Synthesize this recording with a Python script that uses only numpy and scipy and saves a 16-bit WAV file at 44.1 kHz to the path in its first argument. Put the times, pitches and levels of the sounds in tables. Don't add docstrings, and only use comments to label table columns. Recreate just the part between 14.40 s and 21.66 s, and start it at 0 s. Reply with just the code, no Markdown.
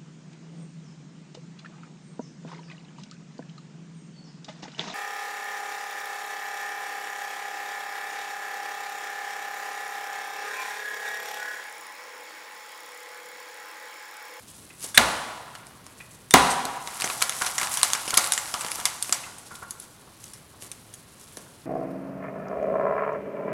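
import sys
import numpy as np
from scipy import signal
from scipy.fft import rfft, irfft
from scipy.io import wavfile
from scipy.ndimage import uniform_filter1d

SR = 44100
rng = np.random.default_rng(int(sys.argv[2]) if len(sys.argv) > 2 else 0)


def digitize_waveform(pressure):
    field = np.atleast_2d(pressure).T
    bounded = np.clip(field, -1, 1)
    quanta = np.round(bounded * 32767).astype(np.int16)
    wavfile.write(sys.argv[1], SR, quanta)


N = 320063

# (frequency [Hz], relative level per Hz [dB])
AIR_COLOUR = [(15, -10), (25, -10.5), (114, 7.5), (640, -5), (773, -7.5), (959, -7), (1100, -6), (1220, -9),
              (1520, -9.5), (2750, -13), (3320, -13), (4360, -12.5), (8110, -26.5), (9530, -15),
              (15900, -26)]
# (frequency [Hz], relative level per Hz [dB])
CRACKLE_COLOUR = [(1500, -12.5), (3000, -5), (5000, -3.5), (8000, 0), (10800, 0), (12500, -9.5),
                  (16000, -20.5)]
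CLATTER_COLOUR = [(120, -5), (300, 8.5), (600, -6.5), (1150, 0.5), (2000, -4.5), (3200, -10.5),
                  (5500, -28.5)]
# (time [s], level [dB])
PUSH_EFFORT = [(2.3, -56), (2.5, -42.5), (2.66, -36.5), (2.92, -43), (3.05, -36), (3.15, -39),
               (3.33, -33.5), (3.62, -40.5), (3.8, -33), (3.96, -44), (4.22, -38.5), (4.42, -41),
               (4.56, -47), (4.68, -42.5), (4.9, -65.5)]
# (time of the peak [s], level [dB], length [s])
RUSTLES = [(0.113, -52, 0.15), (0.445, -37.5, 0.037), (1.584, -53, .03), (1.73, -53, 0.027),
           (2.643, -33.5, 0.031), (4.652, -44, 0.031), (5.107, -52, 0.12), (5.43, -47.5, 0.019),
           (5.86, -51.5, .08), (6.239, -44, 0.025), (6.527, -54, 0.021), (6.82, -53, 0.075),
           (6.975, -54, 0.047)]
# (frequency [Hz], level [dB])
FOREST_LEVELS = [(60, -6), (280, -4.5), (500, -3), (950, 3.5), (1500, -2.5), (2500, -6), (4000, -5.5),
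                 (10000, -10), (12500, -5.5), (16000, -9)]
# (frequency [Hz], 60 dB decay time [s])
FOREST_DECAYS = [(60, 0.76), (250, 0.86), (900, 1.35), (2000, 0.89), (5000, 1.08), (10000, 0.98),
                 (16000, 0.75)]
# (time [s], level [dB], pitch [Hz], length [s])
RUBS = [(0.299, -48.5, 2550, 0.016), (1.601, -41.5, 2460, 0.014), (3.011, -29, 1460, 0.016),
        (3.217, -34.5, 1230, 0.027), (3.728, -29, 1360, 0.016), (4.137, -33, 1210, 0.015),
        (4.382, -37, 1200, .02), (4.833, -40.5, 2600, 0.012), (4.863, -43, 1430, 0.011),
        (5.104, -43.5, 1420, 0.028), (5.22, -39.5, 1414, 0.018), (5.262, -57, 1480, 0.014),
        (5.316, -52, 1400, 0.009), (5.619, -55, 1080, .014), (5.671, -53.5, 1154, 0.017),
        (6.135, -54, 1100, .015), (7.061, -54.5, 1500, 0.013)]
# (multiple of the pitch [ratio], relative level [dB], 60 dB decay time [s])
STICK_MODES = [(.68, -17, .01), (0.801, 0, 0.022), (1, 6.5, 0.017), (1.35, -12, 0.01)]
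# (time [s], level [dB], brightness [dB per octave], main ring [Hz], tearing time [s])
SNAPS = [(0.4402, -44.5, 7.5, 8800, .004), (0.5441, -31, 3, 8800, 0.019),
         (1.1514, -45.5, -2.5, 1320, 0.0039), (1.2683, -52, 4, 8900, 0.00083),
         (1.465, -49, 0.5, 9360, .0013), (1.9081, -30.5, 3.5, 8700, 0.0016),
         (2.0996, -33.5, 7.5, 8400, 0.024), (2.2522, -36, 4.5, 4170, 0.0022),
         (2.4738, -37.5, -1.5, 3900, 0.0011), (2.6084, -35, 3, 4070, .0015), (2.6201, -30, 0, 8900, 0.0018),
         (2.6405, -30, -1, 6000, 0.0032), (2.6994, -34.5, -3, 2540, 0.0017),
         (2.8175, -28, -2, 1380, 0.0045), (2.823, -22.5, 3, 4100, 0.0011),
         (2.8945, -28.5, 2, 10000, 0.00064), (3.0172, -28.5, 0, 1500, 0.0058),
         (3.0626, -28.5, 0, 10200, 0.0087), (3.181, -26.5, 0.5, 1980, .0034),
         (3.2133, -30.5, -.5, 2010, 0.004), (3.23, -31, 0, 1580, 0.0034), (3.3396, -39, 10, 8400, 0.0023),
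         (3.372, -28.5, 2.5, 9400, 0.00041), (3.4307, -18, 3, 9000, 0.0013),
         (3.5334, -24.5, 2, 6450, 0.0016), (3.5494, -34, -2.5, 1590, 0.003),
         (3.6782, -32.5, 1, 9600, 0.0091), (3.7056, -32, 2.5, 4540, .001),
         (3.7412, -28, 3.5, 10000, 0.00088), (3.7722, -21, 6.5, 10850, 0.0033),
         (3.7754, -17.5, 0.5, 4800, 0.00058), (3.841, -32, 2, 8000, 0.0022),
         (3.872, -38.5, 8, 10300, .0007), (3.9211, -24, 4.5, 9600, 0.0006),
         (3.9348, -30.5, 6, 5160, 0.00027), (3.9773, -27.5, 1, 7300, 0.00053),
         (4.1399, -30, -0.5, 5100, 0.0058), (4.208, -36, 3, 8100, .005), (4.2462, -36.5, -2, 8900, 0.0035),
         (4.3169, -33, 2, 10300, 0.00063), (4.357, -40, 5, 11800, 0.00075), (4.4001, -39, 0, 8940, 0.0015),
         (4.4542, -22, 2.5, 4820, 0.00045), (4.625, -32.5, 8.5, 9100, 0.0024),
         (4.6936, -37.5, 1.5, 8500, .002), (4.7248, -22, 3, 7330, .001), (4.9833, -51.5, 9, 8950, 0.005),
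         (5.1528, -46, 2.5, 3450, .004), (5.3075, -43.5, 11, 9840, 0.0033),
         (5.399, -53, 14.5, 10100, 0.0017), (5.8405, -48.5, 5.5, 6040, .005), (5.9347, -47, 5, 9700, .007),
         (6.222, -47, 4.5, 11000, .0004), (6.3154, -42, 5.5, 9100, 0.0013), (6.538, -48.5, 7, 9200, .004),
         (6.9704, -43, 2.5, 10200, .001)]
SNAP_EDGES_HZ = [150, 700, 2500, 7000, 12000]
SNAP_BANDS_DB = [-18, 0, -0.5, 1]
# (time [s], level [dB])
THUDS = [(0.441, -40.5), (2.252, -34), (2.641, -32.5), (3.678, -36.5), (3.775, -31), (4.246, -37),
         (4.694, -39), (6.222, -46), (6.971, -38.5)]
# (time [s], level [dB], ring [Hz], 60 dB decay time [s])
FIBRES = [(0.5453, -31, 3520, 0.32), (0.5453, -26.5, 1640, 0.044), (1.9088, -34, 3610, 0.43)]
# (time [s], direct tear level [dB], tearing time [s], decay after it [s],
# ring level [dB], tear level sent out to the trees [dB])
BREAKS = [(0.5742, -0.5, 0.0056, 0.0012, -10.5, -2.5), (1.938, 1.5, 0.00353, 0.0005, -3.5, 3)]
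# (frequency [Hz], relative level per Hz [dB])
THIN_TEAR = [(60, -11.5), (240, -17.5), (600, -14.5), (1100, -19), (1550, 7), (2600, -1.5), (3200, -10.5),
             (3850, 6), (5200, -14), (10000, -9), (13000, -18), (16000, -34.5)]
THICK_TEAR = [(60, -6), (150, -8.5), (350, 0.5), (600, -5), (1200, -16), (2050, -1.5), (3000, -8.5),
              (5000, -9), (10000, -15), (13000, -24), (16000, -22.5)]
TEAR_AROUND = [(400, -1.5), (1600, 0), (4000, -2.5), (5500, -7), (10000, -4.5), (13000, -21), (16000, -28)]
# (frequency [Hz], level against the ring level [dB], 60 dB decay time [s])
THIN_MODES = [(233.4, -8.5, .06), (426, -21, .03), (550, -17, 0.024), (920, -18, .02), (1280, -9.5, .015),
              (1640, 0, 0.016)]
THICK_MODES = [(128.2, -12, 0.074), (274, -6.5, 0.11), (403, -9, 0.036), (667.6, -5, 0.052),
               (790, -1, 0.023), (944, -2.5, 0.034), (1073, -3, 0.048)]

AIR_DB = -52.5
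CLATTER_DB = -8.5
PUSH_CLATTER_DB, RUSTLE_CLATTER_DB = 3, -4
RUSTLE_RISE, RUSTLE_FALL = 1, 1.5
SETTLING_DB = -59
DEBRIS_DB, DEBRIS_FADE_DB_PER_S = -27.5, 25
SNAP_PIVOT_HZ = 4230
SMALL_SNAP_DB, SMALL_SNAP_SPREAD_DB = -6, 10.5
SMALL_SNAP_DB_PER_OCTAVE, SMALL_SNAP_TEAR_S = -0.5, 0.0009
THUD_S, THUD_LOW_HZ, THUD_HIGH_HZ = 0.0058, 151, 700
CUTOFF_HZ = 16000


def from_db(db):
    return 10 ** (np.asarray(db) / 20)


def rms_one(x):
    return x / np.sqrt(np.mean(x ** 2) + 1e-20)


def at_hz(points, hz):
    f, value = np.transpose(points)
    return np.interp(np.log(np.maximum(hz, 1)), np.log(f), value)


def add(out, s, sound):
    i = max(round(s * SR), 0)
    out[i:i + len(sound)] += sound[:len(out) - i]


def band_pass(low, high):
    return signal.butter(2, [low, high], "band", fs=SR, output="sos")


def ring(x, hz, t60):
    radius = 1000 ** (-1 / (t60 * SR))
    w = 2 * np.pi * hz / SR
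    return signal.lfilter([0, np.sin(w)], [1, -2 * radius * np.cos(w), radius ** 2], x + 1e-18)


def colour(x, spectrum, size=4096):
    gains = from_db(at_hz(spectrum, np.fft.rfftfreq(size, 1 / SR)))
    cepstrum = irfft(np.log(gains))
    cepstrum[1:size // 2] *= 2
    cepstrum[size // 2 + 1:] = 0
    response = irfft(np.exp(rfft(cepstrum)))
    return signal.fftconvolve(x, response / np.linalg.norm(response))[:len(x)]


def fracture(envelope, count=5, size=24):
    x = rng.standard_normal(len(envelope)) * envelope
    for _ in range(count):
        x = irfft(np.exp(1j * np.angle(rfft(x))), len(x))
        local_power = np.abs(uniform_filter1d(x * x, size))
        x = x * envelope / np.sqrt(local_power + 1e-12)
    return x / np.linalg.norm(x)


def still_air():
    return from_db(AIR_DB) * colour(rng.standard_normal(N), AIR_COLOUR)


def stirring():
    t = np.arange(N) / SR
    push = from_db(np.interp(t, *np.transpose(PUSH_EFFORT), left=-np.inf, right=-np.inf))
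    rustle, debris = np.zeros(N), np.zeros(N)
    for s, db, length_s in RUSTLES:
        width_s = length_s * np.where(t < s, RUSTLE_RISE, RUSTLE_FALL)
        rustle += from_db(db) * np.exp(-((t - s) / width_s) ** 2)
    for s, db, *_ in BREAKS:
        debris += (t > s) * from_db(DEBRIS_DB + db - DEBRIS_FADE_DB_PER_S * np.abs(t - s))
    settling = from_db(SETTLING_DB)
    fine = np.sqrt(push ** 2 + rustle ** 2 + settling ** 2)
    thick_push = from_db(PUSH_CLATTER_DB) * push
    thick_rustle = from_db(RUSTLE_CLATTER_DB) * rustle
    thick = np.sqrt(thick_push ** 2 + thick_rustle ** 2 + debris ** 2 + settling ** 2)
    return fine, thick


def grains(per_s, spread_db, cycles, count=14):
    knots = np.arange(0, N, SR // 60)
    clumps = from_db(5.6 * np.interp(np.arange(N), knots, rng.standard_normal(len(knots))))
    sizes = from_db(spread_db * np.minimum(rng.exponential(1, N), 4)) * rng.choice([-1, 1], N)
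    clicks = sizes * (rng.random(N) < per_s * clumps / SR)
    pitches = np.geomspace(700, 14000, count)
    dealt = rng.integers(0, count, N)
    out = np.zeros(N)
    for k, hz in enumerate(pitches):
        kicks = np.diff(clicks * (dealt == k), prepend=0)
        out += ring(kicks, hz, cycles / hz) / np.sin(np.pi * hz / SR) * hz
    return rms_one(out)


def brush():
    fine_gain, stick_gain = stirring()
    fine = colour(grains(per_s=3600, spread_db=2.5, cycles=5.2), CRACKLE_COLOUR) * fine_gain
    sticks = colour(grains(per_s=810, spread_db=0.0, cycles=9.0), CLATTER_COLOUR) * stick_gain
    return fine + from_db(CLATTER_DB) * sticks


def forest(x, onset_s=0.0019, near_share=0.7, near_s=0.023, grain_db=5.0, count=17):
    t = np.arange(2 * SR) / SR
    unevenness = from_db(grain_db * rng.standard_normal(len(t)) * np.exp(-t / 0.071))
    echoes = rng.standard_normal((2, len(t))) * unevenness
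    shape = (1 - np.exp(-(t / onset_s) ** 2)) * (1 + near_share * np.exp(-t / near_s))
    edges = np.geomspace(45, 17000, count + 1)
    response = np.zeros(len(t))
    for k, (low, high) in enumerate(zip(edges, edges[1:])):
        hz = np.sqrt(low * high)
        decay = 1000 ** (-t / at_hz(FOREST_DECAYS, hz))
        band = signal.sosfilt(band_pass(low, high), echoes[k % 2] * shape * decay)
        level = np.sqrt(2 * (high - low) / SR) * from_db(at_hz(FOREST_LEVELS, hz))
        response += band / np.linalg.norm(band) * level
    return signal.fftconvolve(x, response)[:N]


def rubs(size=4096):
    out, t = np.zeros(N), np.arange(size) / SR
    for s, db, pitch_hz, length_s in RUBS:
        slips = fracture(t / length_s * np.exp(-3 * t / length_s))
        sound = sum(from_db(level) * ring(slips, pitch_hz * ratio, t60) for ratio, level, t60 in STICK_MODES)
        add(out, s, from_db(db) * np.sqrt(length_s * SR) * sound / np.linalg.norm(sound))
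    return out


def small_snaps(count=36):
    s, push_db = np.transpose(PUSH_EFFORT)
    t = np.arange(N) / SR
    work = np.cumsum(from_db(np.interp(t, s, push_db)) * (t > s[0]) * (t < s[-1]))
    when, size, tilt, pitch = rng.random((count, 4)).T
    times = np.interp((np.arange(count) + when) / count, work / work[-1], t)
    levels = np.interp(times, s, push_db) + SMALL_SNAP_DB + SMALL_SNAP_SPREAD_DB * (2 * size - 1)
    ring_hz = 1500 * 7 ** pitch
    tear_s = np.full(count, SMALL_SNAP_TEAR_S)
    return np.column_stack([times, levels, tilt * SMALL_SNAP_DB_PER_OCTAVE, ring_hz, tear_s])


def twigs(rise_s=0.00046, after_s=0.013, after_share=0.1, uneven_db=4.0, ring_width_hz=330,
          ring_gain=3.5, other_gain=2.45, top_hz=11800, size=2048):
    (direct, around), t = np.zeros((2, N)), np.arange(size) / SR
    bands = [band_pass(*edges) for edges in zip(SNAP_EDGES_HZ, SNAP_EDGES_HZ[1:])]
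    centres_hz = np.sqrt(np.multiply(SNAP_EDGES_HZ[:-1], SNAP_EDGES_HZ[1:]))
    octaves = np.log2(centres_hz / SNAP_PIVOT_HZ)
    dull = signal.butter(2, top_hz, fs=SR, output="sos")
    span = 0.006 * SR
    for s, level_db, brightness, hz, tear_s in [*SNAPS, *small_snaps()]:
        levels = level_db + np.array(SNAP_BANDS_DB) + brightness * octaves
        jerks = from_db(uneven_db * np.repeat(rng.standard_normal(size // 32), 32))
        decay = np.exp(-t / tear_s) + after_share * np.exp(-t / after_s)
        plain = signal.sosfilt(dull, fracture(jerks * np.minimum(t / rise_s, 1) * decay))
        modes_hz = [hz, *np.exp(rng.uniform(np.log(900), np.log(7000), size=3))]
        rings = []
        for f in modes_hz:
            sharpness = np.sqrt(f * SNAP_PIVOT_HZ) / ring_width_hz
            rings.append(signal.lfilter(*signal.iirpeak(f, sharpness, fs=SR), plain))
        rung = plain + ring_gain * rings[0] + other_gain * sum(rings[1:])
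        for out, burst in ((direct, rung), (around, plain)):
            for k, (sos, db) in enumerate(zip(bands, levels)):
                part = (-1) ** k * signal.sosfilt(sos, burst)
                add(out, s, from_db(db) * np.sqrt(span) * part / np.linalg.norm(part))
    return direct, around


def thuds(size=2048):
    out, t = np.zeros(N), np.arange(size) / SR
    for s, db in THUDS:
        burst = signal.sosfilt(band_pass(THUD_LOW_HZ, THUD_HIGH_HZ), fracture(np.exp(-t / THUD_S)))
        add(out, s, from_db(db) * np.sqrt(THUD_S * SR) * burst / np.linalg.norm(burst))
    return out


def limbs(body_above_hz=140, size=8192):
    (direct, around), t = np.zeros((2, N)), np.arange(size) / SR
    kick = signal.unit_impulse(size)
    bass_cut = signal.butter(2, body_above_hz, "high", fs=SR, output="sos")
    for s, db, hz, t60 in FIBRES:
        add(direct, s, from_db(db) * ring(kick, hz, t60))
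    for row, tear, modes in zip(BREAKS, (THIN_TEAR, THICK_TEAR), (THIN_MODES, THICK_MODES)):
        s, db, tear_s, decay_s, ring_db, around_db = row
        envelope = np.minimum(t / (0.49 * tear_s), 1) * np.exp(-np.maximum(t - tear_s, 0) / decay_s)
        burst = np.sqrt(tear_s * SR) * fracture(envelope)
        body = np.zeros(size)
        for k, (hz, level, t60) in enumerate(modes):
            body += (-1) ** k * from_db(ring_db + level) * ring(kick, hz, t60)
        body = signal.sosfilt(bass_cut, body)
        add(direct, s, from_db(db) * colour(burst, tear))
        add(around, s, from_db(around_db) * colour(burst, TEAR_AROUND))
        add(direct, s + tear_s, body)
        add(around, s + tear_s, body)
    return direct, around


def scene():
    limb, limb_around = limbs()
    twig, twig_around = twigs()
    sticks = rubs()
    litter = brush() + thuds()
    tail = forest(limb_around + twig_around + litter + sticks)
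    return (limb + twig + sticks + litter + tail + still_air())[None]


def record(dry):
    clipped = np.clip(dry, -1, 1)
    low_pass = signal.ellip(10, 0.1, 70, CUTOFF_HZ, fs=SR, output="sos")
    return signal.sosfilt(low_pass, clipped)


dry = scene()
out = record(dry)
digitize_waveform(out)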